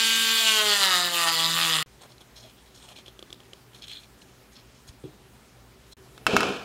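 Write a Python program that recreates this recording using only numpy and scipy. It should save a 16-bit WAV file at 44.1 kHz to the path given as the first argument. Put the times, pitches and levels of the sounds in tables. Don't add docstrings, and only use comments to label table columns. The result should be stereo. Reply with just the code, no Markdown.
import sys
import numpy as np
from scipy import signal
from scipy.io import wavfile
from scipy.ndimage import uniform_filter1d

SR = 44100
rng = np.random.default_rng(int(sys.argv[2]) if len(sys.argv) > 2 else 0)


def int16_out(signal):
    q = np.round(np.clip(np.atleast_2d(signal).T, -1, 1) * 32767)
    wavfile.write(sys.argv[1], SR, q.astype(np.int16))


def volts(x):
    e = np.asarray(x, float) / 20
    return 10 ** e


N = 293039
TOOL_N = 2 * SR

# (frequency [Hz], left-right likeness [-])
LIKENESS = [(60, 0.61), (180, 0.92), (550, 0.78), (1650, 1), (4970, -0.49), (15000, -1.48)]
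# (start [s], end [s], level of the short dull tail [dB])
SCENE_CHANGES = [
    (1.827, 1.861, -31),
    (5.934, 5.968, -17),
]


def rms_one(x):
    return x / np.sqrt(np.mean(x ** 2) + 1e-20)


def even(v):
    power = np.mean(np.atleast_2d(v) ** 2, axis=0)
    return v / np.sqrt(uniform_filter1d(power, size=2600) + 1e-12)


def in_time(rows, silent=-120):
    s, *columns = np.transpose(rows)
    return [np.interp(np.arange(N) / SR, s, c, silent, silent) for c in columns]


def at_hz(points, hz):
    return np.interp(np.log(hz), np.log(np.array(points)[:, 0]), np.array(points)[:, 1])


def drift(rate, size=N):
    r = np.exp(-80 * np.pi * rate / SR)
    white = rng.standard_normal(size // 40 + 2002)
    slow = signal.lfilter([1], [1, -2 * r, r * r], white)[2000:]
    return np.interp(np.arange(size) / 40, np.arange(len(slow)), rms_one(slow))


def band(x, low_hz, high_hz):
    return signal.sosfilt(signal.butter(2, [low_hz, high_hz], "band", fs=SR, output="sos"), x)


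def resonate(x, peaks):
    out = 0
    for k, (hz, width_hz, db) in enumerate(peaks):
        r = np.exp(-np.pi * width_hz / SR)
        top = (-1) ** k * volts(db) * (1 - r * r) / 2
        poles = [1, -2 * r * np.cos(2 * np.pi * hz / SR), r * r]
        out = out + signal.lfilter([top, 0, -top], poles, x + 1e-18)
    return out


def gliding(x, hz, width_hz):
    out, state = np.zeros_like(x), np.zeros((2, 2))
    r = np.exp(-np.pi * width_hz / SR)
    for i in range(0, TOOL_N, 128):
        poles = [1, -2 * r * np.cos(2 * np.pi * hz[i] / SR), r * r]
        out[:, i:i + 128], state = signal.lfilter([1 - r, 0, r - 1], poles, x[:, i:i + 128], zi=state)
    return out


def strike(s, hz, db, t60, rise=0.0034):
    out, at = np.zeros(N), round(s * SR)
    t = np.arange(min(N - at, int(t60 * SR))) / SR
    swell = 1 - np.exp(-t / rise)
    out[at:at + len(t)] = volts(db - 60 * t / t60) * swell * np.sin(2 * np.pi * hz * t)
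    return out


def coloured(spectrum, likeness, patchy_db, size=N):
    low_end, high_end = np.array(spectrum)[[0, -1], 0]
    edges = np.geomspace(low_end, high_end, int(2.5 * np.log2(high_end / low_end)) + 2)
    out, white = 0, rng.standard_normal((2, 2, size))
    for k, (low, high) in enumerate(zip(edges, edges[1:])):
        mid, side = band(white[k % 2], low, high)
        hz = np.sqrt(low * high)
        alike = np.clip(at_hz(likeness, hz), 0, 1)
        gain = volts(at_hz(spectrum, hz) + patchy_db * drift(8.3, size=size))
        out = out + gain * (np.sqrt(1 + alike) * mid + np.sqrt(1 - alike) * side * [[1], [-1]])
    return rms_one(out)


def shop(x):
    t60_s, wall_cut_hz = 0.72, 9400
    t = np.arange(SR) / SR
    common, *own = rng.standard_normal((3, SR))
    own = np.array(own)
    echoes = band(common, 117.0, 970.0) + band(own, 590.0, wall_cut_hz)
    echoes = echoes + 0.565 * band(own, wall_cut_hz, 9405) * volts(-40 * t / t60_s)
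    echoes = echoes * volts(-60 * t / t60_s) * np.clip(t / 0.0019, 0, 1)
    echoes = echoes / np.sqrt(np.sum(echoes ** 2) / 2)
    return signal.fftconvolve(x[None], echoes, axes=1)[:, :len(x)]


def digs():
    # (centre [s], half length [s], bite [dB], shell [dB], rim [dB])
    swells = [(0.1, 0.095, 0.5, -1, -6), (0.234, 0.031, -1.5, -1.5, -4), (0.396, 0.028, 3, -1, 5),
              (0.44, 0.018, 0.5, 0, -4), (0.488, 0.027, 5, 3, -32), (0.605, 0.035, 2.5, 1.5, 3),
              (0.637, 0.025, -6, -2, -21), (0.731, 0.015, 3, 0.5, -34), (0.796, 0.024, -4.5, -3.5, -22),
              (0.835, 0.037, 5.5, 1.5, -2), (.88, 0.013, -5.5, 0, 8), (0.939, 0.031, 3, 4.5, 7),
              (1.024, 0.022, -4, 2, 3), (1.048, 0.015, 2.5, -3, 2.5), (1.116, 0.029, -7.5, -5, -36),
              (1.16, .02, 1, -3, -8), (1.195, 0.018, -2, 0, 4.5), (1.26, 0.015, -7.5, -0.5, -13),
              (1.276, 0.029, 5.5, 4, 3), (1.31, 0.0085, -11, -1.5, 1), (1.4, 0.01, 4.5, 0, -4),
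              (1.452, 0.022, -2.5, 1.5, 10), (1.52, 0.019, 0, -2.5, 4), (1.623, 0.021, -1, -0.5, 10),
              (1.693, 0.015, 1, -0.5, 8), (1.732, 0.02, -2, -0.5, 12), (1.761, 0.0099, 6.5, 4, 0)]
    s, half, *db = np.transpose(swells)
    return np.array(db) @ np.exp(-((np.arange(TOOL_N) / SR - s[:, None]) / half[:, None]) ** 2)


def knocks(turns_hz, turn, bite_hz, shell_hz, press, repeats):
    light = [-13, -11, -15, -4, -13, -13, -10, -1, -8, -4, -7, -3, -1, -3, -9, -8, -2, -6, -8]
    heavy = [3, 5, 4, 3, 1, 4, 2, -2, 0, -2, 1, 0.5, 0, -1, -2, 4, 1, 7, 5]
    # (centre [s], half length [s], depth [0-1])
    skips = [
        (1.62, .075, 1),
    ]
    hollow_rings = [(1350, 5), (1850, 6.5), (1490, -3.5)]   # Hz, dB

    def bell(offset_hz, width_hz):
        return 1 / (1 + (offset_hz / width_hz) ** 2)

    low, high = np.zeros(TOOL_N), np.zeros(TOOL_N)
    for order in range(4, 31):
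        last = min(order, 22)
        light_db = light[last - 4] - 3 * (order - last)
        heavy_db = heavy[last - 4] - .6 * (order - last)
        hz = order * turns_hz
        lift_db = 8 * bell(hz - bite_hz, 400)
        lift_db += 6 * press * bell(hz - shell_hz, 250)
        lift_db += 12.0 * press * bell(hz - 1.32 * bite_hz, 250)
        lift_db += 7.9 * repeats * press * bell(hz - bite_hz, 250)
        locked = np.clip((repeats - .76) / .14, 0, 1)
        lift_db += 9 * locked * bell(hz - bite_hz, 220)
        lift_db += press * sum(db * bell(hz - ring_hz, 120) for ring_hz, db in hollow_rings)
        wander_db = (1 + .22 * min(order, 15) * press) * drift(9, size=TOOL_N)
        slip = (.12 + .0008 * order ** 2 * press) * drift(30, size=TOOL_N)
        smear = 2 * np.arctan((hz - bite_hz) / 300) + .7 * np.arctan((hz - shell_hz) / 250)
        slip -= (.2 + .8 * press) * smear
        level = volts(light_db + press * (heavy_db - light_db) + lift_db + wander_db)
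        wave = level * np.cos(2 * np.pi * order * turn + slip)
        upper = np.clip((hz - 2100) / 300, 0, 1)
        low += (1 - upper) * wave
        high += upper * wave
    t = np.arange(TOOL_N) / SR
    depth_now = sum(depth * np.exp(-((t - s) / half) ** 2) for s, half, depth in skips)
    skip = 1 + depth_now * np.cos(np.pi * turn)
    return even(low * skip), even(high * skip)


def motor(turn, lost_turns):
    # (order [-], light [dB], pressed [dB], gain in the grab [dB], gain once braced [dB])
    orders = [(1, -46.5, -50, 5, 8), (2, -48, -49, 10, 0.5), (3, -78, -45, 5, -2.5)]
    # (order [-], level [dB])
    whine = [(32, -45), (48, -47)]
    t = np.arange(TOOL_N) / SR
    grab_s, grab_rise_s, grab_fall_s = 0.714, 0.21, 0.032
    grab = np.exp(-((t - grab_s) / np.where(t < grab_s, grab_rise_s, grab_fall_s)) ** 2)
    braced = np.clip((t - 1.38) / 0.0617 + .5, 0, 1)
    touch = np.clip((t - .36) / 0.048, 0, 1)
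    out = np.zeros(TOOL_N)
    for order, db, pressed_db, grab_db, braced_db in orders:
        level_db = db + touch * (pressed_db - db) + grab * grab_db + braced * braced_db
        level_db = level_db + 1.5 * drift(9.0, size=TOOL_N)
        out += volts(level_db) * np.sin(round(order) * (2 * np.pi * turn + 1) - 1)
    for order, db in whine:
        level_db = db - .5 * lost_turns + 2 * drift(8)[:TOOL_N]
        out += volts(level_db) * np.sin(2 * np.pi * order * turn)
    return out


def rotary_tool():
    # (time [s], speed [turns per s])
    speed = [(0, 226), (.412, 225.1), (.56, 216.3), (.7, 207), (.8, 198.5), (.952, 179.1), (1.1, 174.5),
             (1.35, 163), (1.63, 167), (1.8, 155.3), (1.83, 154.5)]
    # (time [s], bite [dB], share of the hollow shell [dB], wall ring [Hz], shell ring [Hz])
    contact = [(0, -23, -8, 3150, 1600), (.3, -23, -9.5, 3000, 1620), (.4, -24, -7.5, 3400, 1620),
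               (.46, -23.5, -9.5, 2950, 1780), (.63, -23, -8.5, 3020, 1120), (.72, -23.5, -7.5, 3400, 1730),
               (.82, -25, -2.5, 3670, 1930), (.95, -27.5, -3, 3700, 1780), (1.05, -29.5, -2.5, 3840, 1880),
               (1.15, -26, -5, 3070, 1290), (1.23, -26.5, -2.5, 2950, 1290), (1.28, -28, -3, 3130, 860),
               (1.34, -28, -5.5, 3100, 1050), (1.42, -29.5, -4.5, 3620, 1170),
               (1.54, -31.5, -3, 3630, 1290), (1.59, -24.5, -6.5, 2950, 1200),
               (1.68, -27.5, -6, 3540, 1350), (1.83, -34.5, -1.5, 3300, 1340)]
    # (time [s], pressure [0-1], share of the contact that repeats every turn [0-1])
    hand = [(0, 0, .78), (.4, 0, .78), (.47, .1, .9), (.62, .5, .87), (.7, .6, .72), (.8, .69, .68),
            (1.2, .94, .68), (1.5, .8, .62), (1.56, .63, .6), (1.67, .7, .6), (1.71, .8, .2), (1.9, 1, .2)]
    # (time [s], ring [dB], ring [Hz])
    rim_path = [(0, -31, 4640), (.45, -36, 3850), (.6, -40, 4550), (.72, -29, 4400), (.85, -37.5, 3880),
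                (1.05, -32, 3950), (1.15, -36, 4220), (1.3, -31, 4700), (1.36, -28, 4270),
                (1.45, -34, 3820), (1.55, -37.5, 3570), (1.83, -38, 3500)]
    # (frequency [Hz], width [Hz], level [dB])
    shell_rings = [(850, 200, -20), (1250, 150, 2), (1600, 150, -10), (1880, 150, 2)]
    # (frequency [Hz], width [Hz], level [dB])
    bite_rings = [(2670, 170, 6), (2930, 93, 14.5), (3574, 391.4, -39), (5200, 110, -22)]
    # (frequency [Hz], density [dB per Hz])
    grit_colour = [(2650, -15.5), (4500, 2.5), (4900, -8.5), (5420, -17), (5840, -11.5), (7410, -3.5),
                   (7770, -2.5), (8830, -14.5), (14000, -10.5), (16000, -13)]
    # (time [s], left minus right [dB])
    lean = [
        (0, 2),
        (.5, .5),
        (.75, -1),
        (1.1, -2.5),
        (1.4, -1),
        (1.83, -2),
    ]

    turns_hz = in_time(speed, silent=None)[0][:TOOL_N]
    bite_db, share_db, bite_hz, shell_hz = np.array(in_time(contact, silent=None))[:, :TOOL_N]
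    press, repeats = np.clip(in_time(hand, silent=None), 0, .99)[:, :TOOL_N]
    rim_db, rim_hz = np.array(in_time(rim_path, silent=None))[:, :TOOL_N]
    bite_db, shell_db, rim_db = np.array([bite_db, bite_db + share_db, rim_db]) + digs()
    clean, loose = np.sqrt(repeats), np.sqrt(1 - repeats)
    lost_turns = 226 - turns_hz
    grit_db = -26 + 0.0053 * lost_turns + 0.39 * (bite_db - bite_db.mean())

    turn = np.cumsum(turns_hz) / SR
    force = volts(1.3 * rng.standard_normal(500))[(turn + .5).astype(int)]
    burst = force * np.exp(17.0 * (np.cos(2 * np.pi * (turn - .05)) - 1))
    white = rng.standard_normal((3, TOOL_N))
    grit = 0.21 * white[0] + 0.53 * white[1:]
    grit = grit * (.3 - 0.12 * press + burst)
    chatter = turn + .035 * loose ** 3 * drift(200, size=TOOL_N)
    landing = np.diff(np.maximum.accumulate(np.floor(chatter)), prepend=0)
    knock = landing * force * press

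    shell = resonate(grit + 0.095 * white[1:], shell_rings)
    shell = shell + 0.17 * gliding(grit + 15.0 * knock, shell_hz, 240.0) + 0.21 * grit
    shell = loose ** 2 * volts(shell_db + 7) * even(band(shell, 1030.0, 2920.0))

    bite = (0.58 + 0.87 * press) * resonate(grit + 5.6 * knock, bite_rings)
    bite = bite + 1.64 * gliding(grit + 7.0 * knock, bite_hz, 360)
    bite = loose * volts(bite_db + 0.5) * even(bite + 0.016 * band(grit, 2900, 9100))

    hiss = coloured(grit_colour, LIKENESS, patchy_db=2.0, size=TOOL_N)
    hiss = volts(grit_db) * even(hiss * (1.0 - 0.39 * press + 0.87 * burst))
    hiss = hiss * volts(0.45 * drift(48, size=TOOL_N))
    collet_db = grit_db - 11.5 + 1.34 * drift(4.8, size=TOOL_N)
    hiss = hiss + volts(collet_db) * even(resonate(grit, [(7235.0, 200, 0)]))

    rim = grit + 10.0 * knock
    rim = gliding(rim, rim_hz, 360) - 0.94 * resonate(rim, [(5000, 170, 0)])
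    rim = volts(rim_db) * even(rim)

    low, high = knocks(turns_hz, turn, bite_hz, shell_hz, press, repeats)
    shell = shell + clean * volts(shell_db + 2) * low
    bite = bite + clean * volts(bite_db - 1.54) * high
    tones = np.sqrt(2) * motor(turn, lost_turns)

    near = shell * volts([[-1.1], [1.1]]) + bite * volts([[-.7], [.7]]) + rim
    near = near + tones * volts([[-.6], [.6]]) + hiss * volts([[1.5], [-1.5]])
    near = near * volts(np.array([[.5], [-.5]]) * in_time(lean, silent=None)[0][:TOOL_N])
    rumble = volts(-49.5) * rms_one(band(band(white[0], 450, 2700), 220, 4700))
    out = band(near + rumble + volts(-10.5) * shop(near.mean(axis=0)), 90, 19000)
    out = np.pad(band(out, 95, 12500), ((0, 0), (0, N - TOOL_N)))
    return out * (np.arange(N) < SCENE_CHANGES[0][1] * SR)


def workshop():
    # (frequency [Hz], density [dB per Hz])
    air_colour = [(15, -44.5), (25, -26), (48, -35), (87, -9.5), (123, -15), (217, -7), (384, -13.5),
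                  (607, -15), (677, -19), (734, -15.5), (936, -16.5), (2280, -20), (4250, -23.5),
                  (4870, -24), (16000, -33)]
    # (frequency [Hz], left-right likeness [-])
    air_likeness = [(60, 0.071), (240, 0.26), (950, 0.095), (3770, 0.036), (15000, 0.0446)]
    # (frequency [Hz], width [Hz], level [dB])
    hum_lines = [(57.5, 7, -64), (118.3, 6.3, -63.5), (380.2, 8.9, -70)]
    # (start [s], air [dB], hum [dB])
    backgrounds = [
        (0, -49.5, -1),
        (1.85, -53.5, 3),
        (5.96, -52.5, 7),
    ]
    white = rng.standard_normal(N)
    hum = sum(volts(db) * rms_one(resonate(white, [(hz, width_hz, 0)])) for hz, width_hz, db in hum_lines)
    s, air_db, hum_db = np.transpose(backgrounds)
    place = np.searchsorted(s[1:], np.arange(N) / SR)
    air = volts(air_db[place]) * coloured(air_colour, air_likeness, patchy_db=1.5)
    air = air + volts(hum_db[place]) * hum
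    thin = signal.sosfilt(signal.butter(4, 75, "high", fs=SR, output="sos"), air)
    return np.where(place == 0, thin, air)


def ticks():
    # (time [s], peak [dB], ring [Hz], low knock [dB], pan [dB])
    slips = [(2.01, -38, 3480, -49, 13), (2.119, -34, 4306, -48, -4.5), (2.181, -33, 4070, -64, 1),
             (2.211, -41, 3678, -51, 9), (2.7475, -41.5, 4002, -58, -0.5), (2.888, -27.5, 2960, -59.5, -6),
             (2.964, -28.5, 2970, -47, -5.5), (3.081, -26, 3312, -42, 3), (3.1918, -23.5, 3330, -40, -3),
             (3.2262, -22, 3400, -34, -5.5), (3.3036, -27, 3480, -42, 1), (3.3275, -17.5, 3420, -40.5, -5),
             (3.3437, -34, 3719, -52, -8.5), (3.403, -30.5, 3170, -42.5, 0.5),
             (3.434, -40, 2930, -64.5, -7), (3.533, -22, 3140, -42, 8), (3.7338, -36, 3230, -73, 0),
             (3.761, -33, 3800, -71.5, -4), (3.7872, -38, 3870, -71, 0), (3.8431, -32, 3350, -70, -2),
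             (3.933, -22, 4140, -70, 2), (3.944, -36, 3400, -70, -1.5), (4.0346, -32, 3600, -70, 0),
             (2.987, -27, 3320, -41, 0), (3.061, -28, 3120, -63, 0), (3.822, -26, 4200, -67.5, -1),
             (3.8817, -22, 3500, -68, -1), (3.915, -20, 3450, -65, 1), (4.219, -32.5, 2898, -63.5, 8),
             (4.5654, -33, 3570, -72, 14), (4.8889, -29.5, 4960, -65.5, 3), (6.178, -32, 3670, -50, -15)]
    out, snap = np.zeros((2, N)), rms_one(band(rng.standard_normal(N), 2800, 8400))
    for (s, db, hz, low_db, pan_db), (a, c) in zip(slips, rng.random((len(slips), 2))):
        tick = strike(s, hz, db + 4.5, 0.0046, rise=0.00097)
        tick += strike(s, hz * (1.026 + 0.35 * a), db + 0.5, 0.0048)
        tick += snap * strike(s, 78.0, db - 7.5, 0.013)
        tick += strike(s, 2260.0, db - 13.5, 0.012)
        tick += strike(s, 420 + 150 * c, low_db + 15.5, 0.0083)
        tick += strike(s, 1210.0, low_db, 0.018)
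        tick += strike(s, 386, low_db + 1.5, 0.029)
        out += tick * volts(np.array([[.5], [-.5]]) * pan_db)
    return out


def strokes():
    # (start [s], hold [s], rub [dB], creak [dB], dryness [dB])
    drags = [(2.014, 0.004, -49, -50, 3), (2.02, .003, -45, -58, 7), (2.033, 0.0072, -45, -48, 5),
             (2.05, .006, -50.5, -52.5, 5), (2.1, 0.027, -51.5, -59, 7), (2.209, 0.007, -48.5, -54, 7.5),
             (2.364, .065, -48, -62, 8.5), (2.431, 0.08, -48.5, -63, 5.5), (2.58, 0.044, -63, -79, -5),
             (2.66, 0.023, -56, -66, -7), (2.75, 0.07, -47, -62, 6.5), (2.826, 0.05, -48, -55.5, 6.5),
             (2.886, 0.039, -43, -54.5, 4.5), (2.962, 0.042, -45, -61, 3), (3.066, 0.021, -48, -64, 2),
             (3.748, 0.016, -46.5, -63, 7), (3.776, .018, -52, -71.5, 9), (3.822, 0.003, -45, -77, 2),
             (3.832, .003, -44, -77, -1), (3.839, .01, -42, -77, 0), (3.872, .008, -45, -75, 6),
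             (3.881, 0.0056, -38, -75, 0), (3.892, .015, -40, -75, 2), (3.898, .012, -38, -74, -3),
             (3.914, 0.012, -35.5, -70, -4), (3.93, 0.0084, -36.5, -76, -6), (3.943, 0.046, -40.5, -76, -1),
             (3.996, 0.058, -49.5, -84, 8), (4.219, 0.0089, -57, -66, 12), (4.523, 0.021, -55.5, -84, 11.5),
             (4.554, 0.054, -50, -86, -4), (4.693, 0.019, -60.5, -79, -2.5), (4.749, 0.12, -62, -81, 11),
             (4.878, 0.017, -49.5, -63, 11.5), (5.039, 0.061, -56, -60.5, 1.5),
             (5.919, 0.019, -51.5, -82, 11.5)]
    rise, sag, rub_fall, creak_fall = 2000, 81, 800, 900
    t = np.arange(N) / SR
    rub_db, creak_db, dry_db = np.full(N, -120.), np.full(N, -120.), np.zeros(N)
    for s, hold, db, dull_db, bright_db in drags:
        near = slice(round((s - .2) * SR), round((s + .4) * SR))
        early = np.maximum(s - t[near], 0)
        late = np.maximum(t[near] - s - hold, 0)
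        shape = -rise * early - sag * np.clip(t[near] - s, 0, hold)
        level = db + shape - rub_fall * late
        dry_db[near] = np.where(level > rub_db[near], bright_db, dry_db[near])
        rub_db[near] = np.maximum(rub_db[near], level)
        creak_db[near] = np.maximum(creak_db[near], dull_db + shape - creak_fall * late)
    return rub_db, creak_db, dry_db


def rubbing():
    # (frequency [Hz], density [dB per Hz])
    rub_colour = [(880, -59), (1500, 5.5), (1830, -11), (2690, -2), (3350, -3), (4290, -15.5), (4730, -3.5),
                  (5380, -18), (5940, -20.5), (8320, -20.5), (16000, -49.5)]
    # (frequency [Hz], width [Hz], level [dB])
    rub_rings = [(2400, 120, -8), (3350, 220, 3), (4150, 250, 1), (5300, 320, -4), (6600, 550, -3),
                 (8500, 300, 0)]
    # (frequency [Hz], width [Hz], level [dB])
    squeak_ring = (640, 46, -55)
    rub_db, creak_db, dry_db = strokes()
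    hiss = coloured(rub_colour, LIKENESS, patchy_db=3.5)
    hiss = rms_one(.25 * hiss + 2.6 * resonate(hiss, rub_rings)) * volts(2.5 * drift(150))
    crackle = rms_one(band(rng.standard_normal((2, N)), 5400, 13000))
    hiss = rms_one(hiss + volts(-18.5) * crackle * volts(2.306 * drift(151.5)))
    hiss += (volts(dry_db) - 1) * band(hiss, 5200, 15000)
    creak = band(rng.standard_normal(N), 487.2, 1064.3) * volts(2.0 * drift(60))
    hz, width_hz, db = squeak_ring
    slip = np.exp(-((np.arange(N) / SR - 2.44) / .04) ** 2)
    squeak = volts(db) * slip * even(resonate(creak, [(hz, width_hz, 0)]))
    rub = volts(rub_db + np.array([[-1.2], [1.2]])) * hiss
    return rub + volts(creak_db) * rms_one(creak) + squeak


def thuds():
    # (frequency [Hz], level [dB], t60 [s])
    thud_modes = [(89, -52, 0.12), (131, -43, .16), (148, -44, 0.16), (306, -40, 0.15), (375, -36.5, 0.11),
                  (425, -43, 0.14), (472, -45, 0.075)]
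    nudge = strike(4.893, 70, -34, .05, rise=0.00055)
    return nudge + volts(7.0) * sum(strike(5.039, *mode, rise=0.0031) for mode in thud_modes)


def fall():
    # (time [s], crack peak [dB], bench peak [dB])
    bounces = [
        (6.2666, -2, -50),
        (6.3337, -19, -7.5),
        (6.366, -0.5, -27),
        (6.4061, -7.5, -48),
        (6.4312, -11, -47.5),
        (6.458, -32, -23),
        (6.489, -21, -15.5),
        (6.1787, -34.5, -70),
    ]
    # (frequency [Hz], level [dB], t60 [s])
    part_modes = [(1050, -0.5, 0.013), (1300, 3.5, 0.023), (1466, 4.5, 0.016), (1610, -8, 0.015),
                  (2210, -6.5, 0.054), (2643, 2, 0.031), (2950, -11, 0.026), (5150, -7, 0.014),
                  (7400, -14, 0.01)]
    # (frequency [Hz], level [dB], t60 [s])
    bench_modes = [(145, -9.5, 0.085), (208.6, -1.5, 0.2), (250, 1.5, 0.086), (313, -0.5, 0.073),
                   (406.4, 0.5, 0.11), (476, 1, 0.054), (727, -4, 0.03)]
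    # (time [s], level [dB], share in the bench [dB])
    rolling = [
        (5.97, -94, 22),
        (6.262, -63, 6),
        (6.275, -36, 7),
        (6.315, -30.5, -0.5),
        (6.36, -27.5, -0.5),
        (6.435, -31, 1.5),
        (6.539, -35.5, 0.5),
        (6.64, -44.5, -2),
    ]
    # (frequency [Hz], width [Hz], level [dB])
    roll_rings = [(1350, 550, -1), (2450, 450, 2), (2950, 450, 1)]
    out, t = np.zeros(N), np.arange(N) / SR
    crackle = rms_one(band(rng.standard_normal(N), 900, 5460))
    snap = rms_one(band(rng.standard_normal(N), 4400, 14000))
    for (s, db, bench_db), luck in zip(bounces, rng.normal(0, 1, (len(bounces), 16))):
        for (hz, d, t60), z in zip(part_modes, luck):
            out += strike(s, hz, db - 13 + d + z, t60, rise=.0001)
        for (hz, d, t60), z in zip(bench_modes, luck[::-1]):
            out += strike(s, hz, bench_db - 8 + d + z, t60)
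        since, after = np.maximum(t - s, 0), t >= s
        out += crackle * after * (volts(db - 13.5 - 20000 * since) + volts(db - 23.5 - 1000 * since))
        snap_db = db - 23 + 0.89 * max(db, -12)
        out += snap * after * (volts(snap_db - 5400 * since) + volts(db - 50 - 880 * since))

    part_db, share_db = in_time(rolling)
    white = rng.standard_normal((3, 2, N)) + 0.65 * rng.standard_normal((3, 1, N))
    boom = resonate(white[0] + 1.5 * white[0].mean(axis=0), [(hz, 90, d) for hz, d, t60 in bench_modes])
    buzz = resonate(resonate(white[1], roll_rings), roll_rings) + .5 * band(white[1], 900, 4200)
    scuff = band(white[2], 3000, 6800)
    roll = volts(part_db + share_db) * rms_one(boom) + volts(part_db) * rms_one(buzz)
    roll = roll + volts(part_db - 45) * rms_one(scuff)
    roll = roll * volts(1.2 * drift(80) + 1.5 * drift(300))
    return out * volts([[-1.3], [1.3]]) + volts(-9) * shop(out) + roll


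def scene():
    hands = ticks() + thuds()
    hands = hands + volts(-17) * shop(hands.mean(axis=0))
    return rotary_tool() + workshop() + rubbing() + hands + fall()


def band_limit(x):
    return signal.sosfilt(signal.butter(12, 15990, fs=SR, output="sos"), x)


def record(dry):
    dry = signal.sosfilt(signal.butter(2, 35, "high", fs=SR, output="sos"), dry)
    t, out = np.arange(N) / SR, dry.copy()
    dull = signal.sosfilt(signal.butter(6, 4000, fs=SR, output="sos"), dry)
    for start, end, db in SCENE_CHANGES:
        gap = (t >= start) & (t < end)
        since = t[gap] - start
        out[:, gap] = dry[:, gap] * volts(-6000 * since) + dull[:, gap] * volts(db - 980.0 * since)
    out = signal.sosfilt(signal.ellip(12, .5, 50, 15800, fs=SR, output="sos"), out)
    return band_limit(np.clip(out, -1, 1))


dry = scene()
out = record(dry)
int16_out(out)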